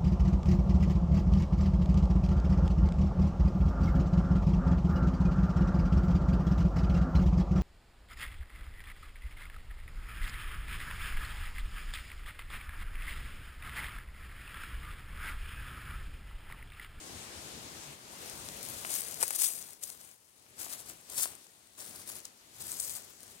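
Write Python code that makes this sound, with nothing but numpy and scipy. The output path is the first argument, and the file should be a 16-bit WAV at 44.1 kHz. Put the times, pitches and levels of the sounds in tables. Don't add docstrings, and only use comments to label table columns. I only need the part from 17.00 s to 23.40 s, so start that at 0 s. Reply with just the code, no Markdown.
import sys
import numpy as np
from scipy import signal
from scipy.io import wavfile

SR = 44100
rng = np.random.default_rng(int(sys.argv[2]) if len(sys.argv) > 2 else 0)


def attenuation_scalar(level_db):
    decades = np.asarray(level_db, float) / 20
    return 10 ** decades


def dump(signal):
    limited = np.clip(np.atleast_2d(signal).T, -1, 1)
    pcm = np.round(limited * 32767).astype(np.int16)
    wavfile.write(sys.argv[1], SR, pcm)


N = 282240
EDGES_HZ = np.append(25 * 2 ** np.arange(0, 8, .5), np.geomspace(6400, 17000, 6))
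BASS_PAN_DB = 4.5


def rms_one(x):
    return x / np.sqrt(np.mean(x ** 2) + 1e-20)


def in_time(rows):
    s, *columns = np.transpose(rows)
    return [np.interp(np.arange(N) / SR, s, c) for c in columns]


def at_hz(points, hz):
    table_hz, value = np.array(points).T
    return np.interp(np.log(hz), np.log(table_hz), value)


def drift(rate):
    r = np.exp(-80 * np.pi * rate / SR)
    slow = signal.lfilter([1], [1, -2 * r, r * r], rng.standard_normal(N // 40 + 2002))[2000:]
    return np.interp(np.arange(N) / 40, np.arange(len(slow)), rms_one(slow))


def late(x, ms):
    fine = signal.resample_poly(x, 4, 1)
    return np.interp(np.arange(N) - ms * SR / 1000, np.arange(len(fine)) / 4, fine)


def bands(source, edges, alike_table, gain_of_band):
    out = 0
    for k, (low, high) in enumerate(zip(edges, edges[1:])):
        band = signal.butter(2, [low, high], "band", fs=SR, output="sos")
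        shared, own = signal.sosfilt(band, source[k % 2])
        hz = np.sqrt(low * high)
        alike = np.clip(at_hz(alike_table, hz), 0, 1)
        second = alike * shared + np.sqrt(1 - alike ** 2) * own
        out = out + gain_of_band(hz) * np.array([shared, second])
    return out


def resonance(x, hz, width_hz):
    r = np.exp(-np.pi * width_hz / SR)
    poles = [1, -2 * r * np.cos(2 * np.pi * hz / SR), r * r]
    return signal.lfilter((1 - r * r) / 2 * np.array([1, 0, -1]), poles, x)


def add(out, s, sound, db):
    at = round(s * SR) - np.abs(sound[0]).argmax()
    out[:, at:at + sound.shape[1]] += attenuation_scalar(db) * sound / np.abs(sound).max(axis=1, keepdims=True)


# start_s, right_port_late_ms, left_over_right_db, fullness_db_per_octave (below the crackle)
WALKER = [(0, .32, 10, 5), (1.25, .32, 10.5, 4), (1.5, .32, 12, .5), (2.22, .33, 13.5, 2.5),
          (2.4, .33, 14, .5), (2.6, .33, 13.5, 0), (3.7, .29, 12.5, 1.5), (4.2, .22, 10, .6),
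          (4.9, .21, 10, 0), (5.3, .17, 7.5, 0), (5.8, .14, 9, -1), (6.4, .14, 9, -.5)]


def walker():
    return in_time(WALKER)


# start_s,
# level_db, swell_s (20 dB), hold_s, fade_s (20 dB)
TREADS = [(1.219, -51.5, 0.058, 0.061, 0.112), (1.369, -53.5, 0.5, 0.197, 0.19),
          (1.653, -46.0, 0.113, 0.059, 0.122), (1.788, -49.5, 0.179, 0.086, 0.177),
          (1.928, -36.0, 0.101, 0.034, 0.154), (2.075, -46.0, 0.471, 0.071, 0.105),
          (2.211, -36.5, 0.023, 0.022, 0.04), (2.273, -43.0, 0.183, 0.041, 0.008),
          (2.357, -36.0, 0.076, 0.006, 0.011), (2.393, -30.5, 0.026, 0.071, 0.08),
          (2.517, -45.0, 0.26, 0.049, 0.192), (2.61, -56.5, 0.088, 0.126, 0.041),
          (2.83, -41.5, 0.018, 0.009, 0.05), (2.872, -49.5, 0.037, 0.024, 0.142),
          (2.997, -57.5, 0.02, 0.103, 0.107),
          (3.598, -42.5, .024, .025, .116), (3.697, -47, .018, .012, .06), (3.728, -42, .04, .008, .04),
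         (3.776, -50.5, .226, .023, .094), (3.865, -53, .035, .01, .06), (3.892, -48, .03, .008, .05),
         (3.95, -64, .1, .07, .08), (4.12, -49, .06, .03, .348), (4.185, -32, .06, .053, .057),
         (4.304, -53.5, .34, .015, .035), (4.791, -48, .022, .03, .101), (4.849, -51.5, .089, .181, .035),
         (5.088, -44.5, .045, .03, .045), (5.155, -47, .02, .014, .087), (5.25, -50, .008, .002, .025),
         (5.605, -46, .015, .016, .058), (5.718, -41, .176, .003, .12), (5.794, -40, .077, .046, .221),
         (5.875, -46, .022, .106, .027), (6.02, -58.5, .03, .024, .315), (6.203, -59.5, .023, .11, .418)]
SETTLING_DB, SETTLING_FROM_S = -68, 1.1


def rustle_db():
    t = np.arange(0, N + 40, 40) / SR
    power = attenuation_scalar(2 * SETTLING_DB) * (t > SETTLING_FROM_S) + 1e-12
    for s, db, swell_s, hold_s, fade_s in TREADS:
        before, after = (s - t) / swell_s, (t - s - hold_s) / fade_s
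        away = np.maximum(np.maximum(before, after), 0)
        power = power + attenuation_scalar(2 * (db - 20 * away))
    return np.interp(np.arange(N) / SR, t, 10 * np.log10(power))


def crackle(per_s, spread_db, clump_db, burst_ms, bed_db):
    born = rng.random(N) < per_s * attenuation_scalar(clump_db * drift(30)) / SR
    size = np.minimum(rng.exponential(1, N), 3.2)
    power = born * attenuation_scalar(2 * spread_db * size)
    r = np.exp(-2000 / (burst_ms * SR))
    distinct = rms_one(np.sqrt(signal.lfilter([1], [1, -r], power + 1e-12)))
    bed = attenuation_scalar(bed_db + 2.05 * drift(80))
    return rms_one(np.hypot(distinct, bed))


# pitch_hz, level_db (per Hz)
LEAVES = [(180, -46), (300, -19), (632, -11), (925, -14), (1110, -11), (1600, -10.5), (2540, -12.5),
          (3200, -14.5), (4310, -7.5), (6640, -5.5), (8940, 0.5), (15700, -9)]
# pitch_hz, likeness (0 to 1)
LEAVES_ALIKE = [(300, 0.8), (1500, 0.78), (4000, 0.52), (10000, 0.62)]
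THINNING_PER_DB, HARD_TREAD_DB = .16, -45


def leaves():
    level_db, (_, pan_db, fullness) = rustle_db(), walker()
    fullness = fullness - THINNING_PER_DB * np.maximum(level_db - HARD_TREAD_DB, -10)
    grains = crackle(per_s=700, spread_db=4.3, clump_db=4.5, burst_ms=.2, bed_db=3.0)

    def gain(hz):
        below = np.clip(np.log2(7000 / hz), 0, 4)
        treble = np.clip(1 - below / 0.38, 0, 1)
        lean = (BASS_PAN_DB + (pan_db - BASS_PAN_DB) * treble) * np.array([[.3], [-.7]])
        return attenuation_scalar(at_hz(LEAVES, hz) + fullness * below + lean + level_db + 1.3 * drift(22.4))
    return attenuation_scalar(8.5) * bands(grains * rng.standard_normal((2, 2, N)), EDGES_HZ[7:], LEAVES_ALIKE, gain)


# start_s, level_db (peak), pitch_hz (centre)
CRACKS = [(1.2979, -20, 8400), (1.4878, -19, 7200), (1.5469, -28, 8300), (1.26, -28, 12500),
          (1.6297, -20, 9500), (1.6514, -22, 10000), (1.6879, -20, 10500), (1.9043, -19, 10300),
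          (1.9405, -14, 8900), (2.0085, -17, 10200), (2.0838, -21, 9600), (2.1121, -21, 11700),
          (3.1138, -36, 10000), (2.1431, -20, 9500), (2.2184, -15, 9800), (2.2286, -2, 10000),
          (2.2341, -9, 9700), (2.2801, -14, 11100), (2.3071, -12, 9800), (2.3305, -17, 10300),
          (2.3603, -14, 11600), (2.3902, -14, 9900), (2.4215, -11, 9800), (2.6259, -24, 8600),
          (2.6892, -32, 9400), (2.7329, -32, 10800), (2.8362, -16, 8800), (2.84, -20, 8600),
          (2.8788, -26, 11400), (2.902, -21, 9400),
          (3.3968, -41, 9300), (3.4241, -42, 9300), (3.568, -38, 9500), (3.5995, -25, 10600),
              (3.6173, -20, 9600), (3.7025, -25, 8800), (3.7329, -19, 8700), (3.8032, -27, 9000),
              (3.8222, -30, 11300), (3.862, -30, 9500), (3.8939, -27, 13100), (3.8975, -22, 8800),
              (3.971, -39, 12000), (4.0132, -38, 10500), (4.1015, -24, 11500), (4.2504, -17, 10400),
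              (4.4688, -38, 9100), (4.2329, -14, 9900), (4.2565, -19, 8800), (4.3527, -30, 11100),
              (4.6729, -40, 10000), (4.752, -39, 6300), (4.8163, -26, 10500), (4.8631, -27, 9500),
              (5.0006, -30, 9500), (5.0756, -29, 8700), (5.1658, -25, 10300), (5.1861, -29, 10700),
              (5.2036, -30, 7000), (5.2805, -38, 10400),
          (5.5469, -39, 9500), (5.6045, -28, 8300), (5.6185, -23, 10700), (5.718, -15, 9500),
                (5.7415, -25, 8800), (5.7697, -24, 13000), (5.7994, -16, 9300), (5.8021, -12, 9800),
                (5.8112, -21, 9500), (5.8486, -19, 8500), (5.8966, -24, 9900), (5.9153, -23, 10200),
                (5.9372, -23, 9000), (5.9672, -24, 9600), (6.0487, -34, 10000), (6.0796, -38, 10000),
                (6.206, -32, 11700), (6.232, -28, 9900), (6.2688, -35, 9200), (6.2801, -37, 8500),
                (6.3122, -37, 10000)]
# start_s, level_db (peak), burst_ms, pitch_hz (centre)
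TEARS = [
    (4.0987, -28, 1.8, 9500),
    (5.2535, -25, 2.6, 6800),
]
CRACK_MS, CRACK_TOP_HZ = .2, 15800


def cracks():
    out, t_ms = np.zeros((2, N + 400)), np.arange(-200, 200) / SR * 1000
    pan_db = walker()[1]
    top_cut = signal.butter(4, CRACK_TOP_HZ, fs=SR, output="sos")
    rows = [(s, db, CRACK_MS, hz) for s, db, hz in CRACKS] + TEARS
    for (s, db, ms, hz), noise in zip(rows, rng.standard_normal((len(rows), 2, 400))):
        main_break = np.exp(-(t_ms / max(0.67 * ms, .03)) ** 2)
        splinters = 0.19 * np.exp(-np.abs(t_ms) / np.where(t_ms < 0, .8, 1.8))
        burst = (noise + 0.53 * noise[0]) * (main_break + splinters)
        ringing = resonance(resonance(burst, min(hz, 15000), 3800), 11000, 14000)
        edge = .34 * signal.lfilter([1, -2, 1], [2], burst)
        crack = signal.sosfilt(top_cut, ringing + edge)
        add(out, s, crack, db - .2 - np.array([[0], [pan_db[round(s * SR)]]]))
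    return out[:, :N]


# start_s, level_db (peak), pitch_hz (centre)
KNOCKS = [(1.488, -30, 2600), (1.5667, -35, 1900), (1.6886, -37, 1700), (1.8494, -21, 2000),
          (1.8965, -31, 2300), (2.029, -39, 1700), (2.1315, -38, 1800), (2.2177, -25, 1700),
          (2.229, -17.5, 1090), (2.2348, -18.5, 1560), (2.3072, -22.5, 1560), (2.4207, -31, 1400),
          (2.5037, -35.5, 2100), (3.0461, -50, 1900), (3.2308, -58, 1800), (3.4643, -47, 1800),
          (3.6656, -32.5, 1100), (3.9005, -34, 2130), (4.0995, -41, 2700), (4.1983, -31, 2100),
          (4.2392, -26, 2300), (4.257, -25, 1600), (4.3345, -42, 1400), (4.4657, -47, 1500),
          (4.7831, -48, 1400), (4.82, -36.5, 1700), (5.101, -35, 2100)]
TWIG_BODY_HZ, TWIG_BODY_SHARE = 700, .7


def knocks():
    out = np.zeros(N + 600)[None]
    for (s, db, hz), (first, gap) in zip(KNOCKS, rng.random((len(KNOCKS), 2))):
        push = np.zeros(600)
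        push[[20, 100 + int(60 * gap)]] = 1, .4
        low_mode = (.5 + first) * resonance(push, 0.59 * hz, 710)
        high_mode = resonance(push, 1.42 * hz, 1100)
        body = TWIG_BODY_SHARE * resonance(push, TWIG_BODY_HZ, 280)
        knock = signal.lfilter([.5], [1, -.45], low_mode - high_mode + body)
        add(out, s, knock[None], db - .5)
    return out[:, :N] * attenuation_scalar(np.array([[0], [-BASS_PAN_DB]]))


# start_s, level_db (peak), pitch_hz
BUMPS = [
    (0.148, -46, 82),
    (0.359, -47, 80.7),
    (0.64, -65, 134),
    (0.869, -51.5, 143),
]


def bumps():
    t = np.arange(N) / SR
    out = 0
    for s, db, hz in BUMPS:
        swell = np.exp(-((t - s - .02) / 0.016) ** 2)
        out = out + attenuation_scalar(db) * swell * np.sin(2 * np.pi * hz * (t - s))
    return out * attenuation_scalar(np.array([[2.5], [-3]]))


GATE_SHUT_DB, GATE_OPEN_DB, GATE_RELEASE_DB_PER_S = -66, -48, 200


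def gate_shut():
    fall = GATE_RELEASE_DB_PER_S * np.arange(N) / SR
    held_db = np.maximum.accumulate(rustle_db() + fall) - fall
    return np.clip((GATE_OPEN_DB - held_db) / (GATE_OPEN_DB - GATE_SHUT_DB), 0, 1)


# start_s, level_db (gate open), lost_db (gate shut)
WIND = [(0, -56, 0), (.45, -55, 0), (.93, -56.5, 0), (.97, -56, 6.5), (1.15, -55.5, 4), (1.75, -55.5, 3),
        (2.0, -59, 4), (2.2, -59, 6), (2.4, -65, 6), (2.65, -63.5, 8), (2.85, -67, 7), (3.3, -64, 13),
        (3.55, -62, 7), (4.25, -62.5, 6.5), (4.7, -61.5, 11), (5.3, -62, 8), (5.8, -62, 8), (6.4, -60.5, 8)]
# pitch_hz, level_db (per Hz)
TREES = [(18, -40), (30, -17.5), (77, -1), (173, -2.5), (334, -3), (482, -4.5), (535, -6), (660, -5),
         (1090, -8), (1490, -9), (3820, -9), (8370, -9.5), (15700, -26.5)]
# pitch_hz, left_over_right_db
TREES_BALANCE = [(60, 5.5), (240, 4.5), (950, 5), (3770, 3), (15000, 11)]
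# pitch_hz, likeness (0 to 1)
TREES_ALIKE = [(30, .6), (60, 0.72), (150, 0.95), (400, 0.9), (1000, .3), (3000, 0.095), (8000, 0.026)]
WIND_LAG_MS = 0.331
WIND_BRIGHT_DB_PER_OCTAVE, SHUT_BRIGHTENING = .03, .02


def wind():
    open_db, lost_db = in_time(WIND)
    gated_db = lost_db * gate_shut()
    level_db = open_db - gated_db
    bright = WIND_BRIGHT_DB_PER_OCTAVE + SHUT_BRIGHTENING * gated_db
    gust = drift(4.4)

    def gain(hz):
        lean = at_hz(TREES_BALANCE, hz) * np.array([[-.5], [.5]])
        tilt = bright * np.log2(hz / 300)
        sway = 0.58 * gust * np.clip(300 / hz, .4, 2.5) + 1.14 * drift(8.1)
        return attenuation_scalar(at_hz(TREES, hz) + lean + level_db + tilt + sway)
    right, left = attenuation_scalar(20.5) * bands(rng.standard_normal((2, 2, N)), EDGES_HZ, TREES_ALIKE, gain)
    return np.array([late(left, WIND_LAG_MS), right])


def scene():
    left, right = leaves() + cracks() + knocks()
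    right_late_ms = walker()[0]
    return wind() + bumps() + np.array([left, late(right, right_late_ms)])


def low_pass(x):
    return signal.sosfilt(signal.butter(12, 16660, fs=SR, output="sos"), x)


def record(dry):
    steep_cut = signal.ellip(14, .5, 75, 15880, fs=SR, output="sos")
    mix = signal.sosfilt(steep_cut, dry)
    return low_pass(mix)


dry = scene()
out = record(dry)
dump(out)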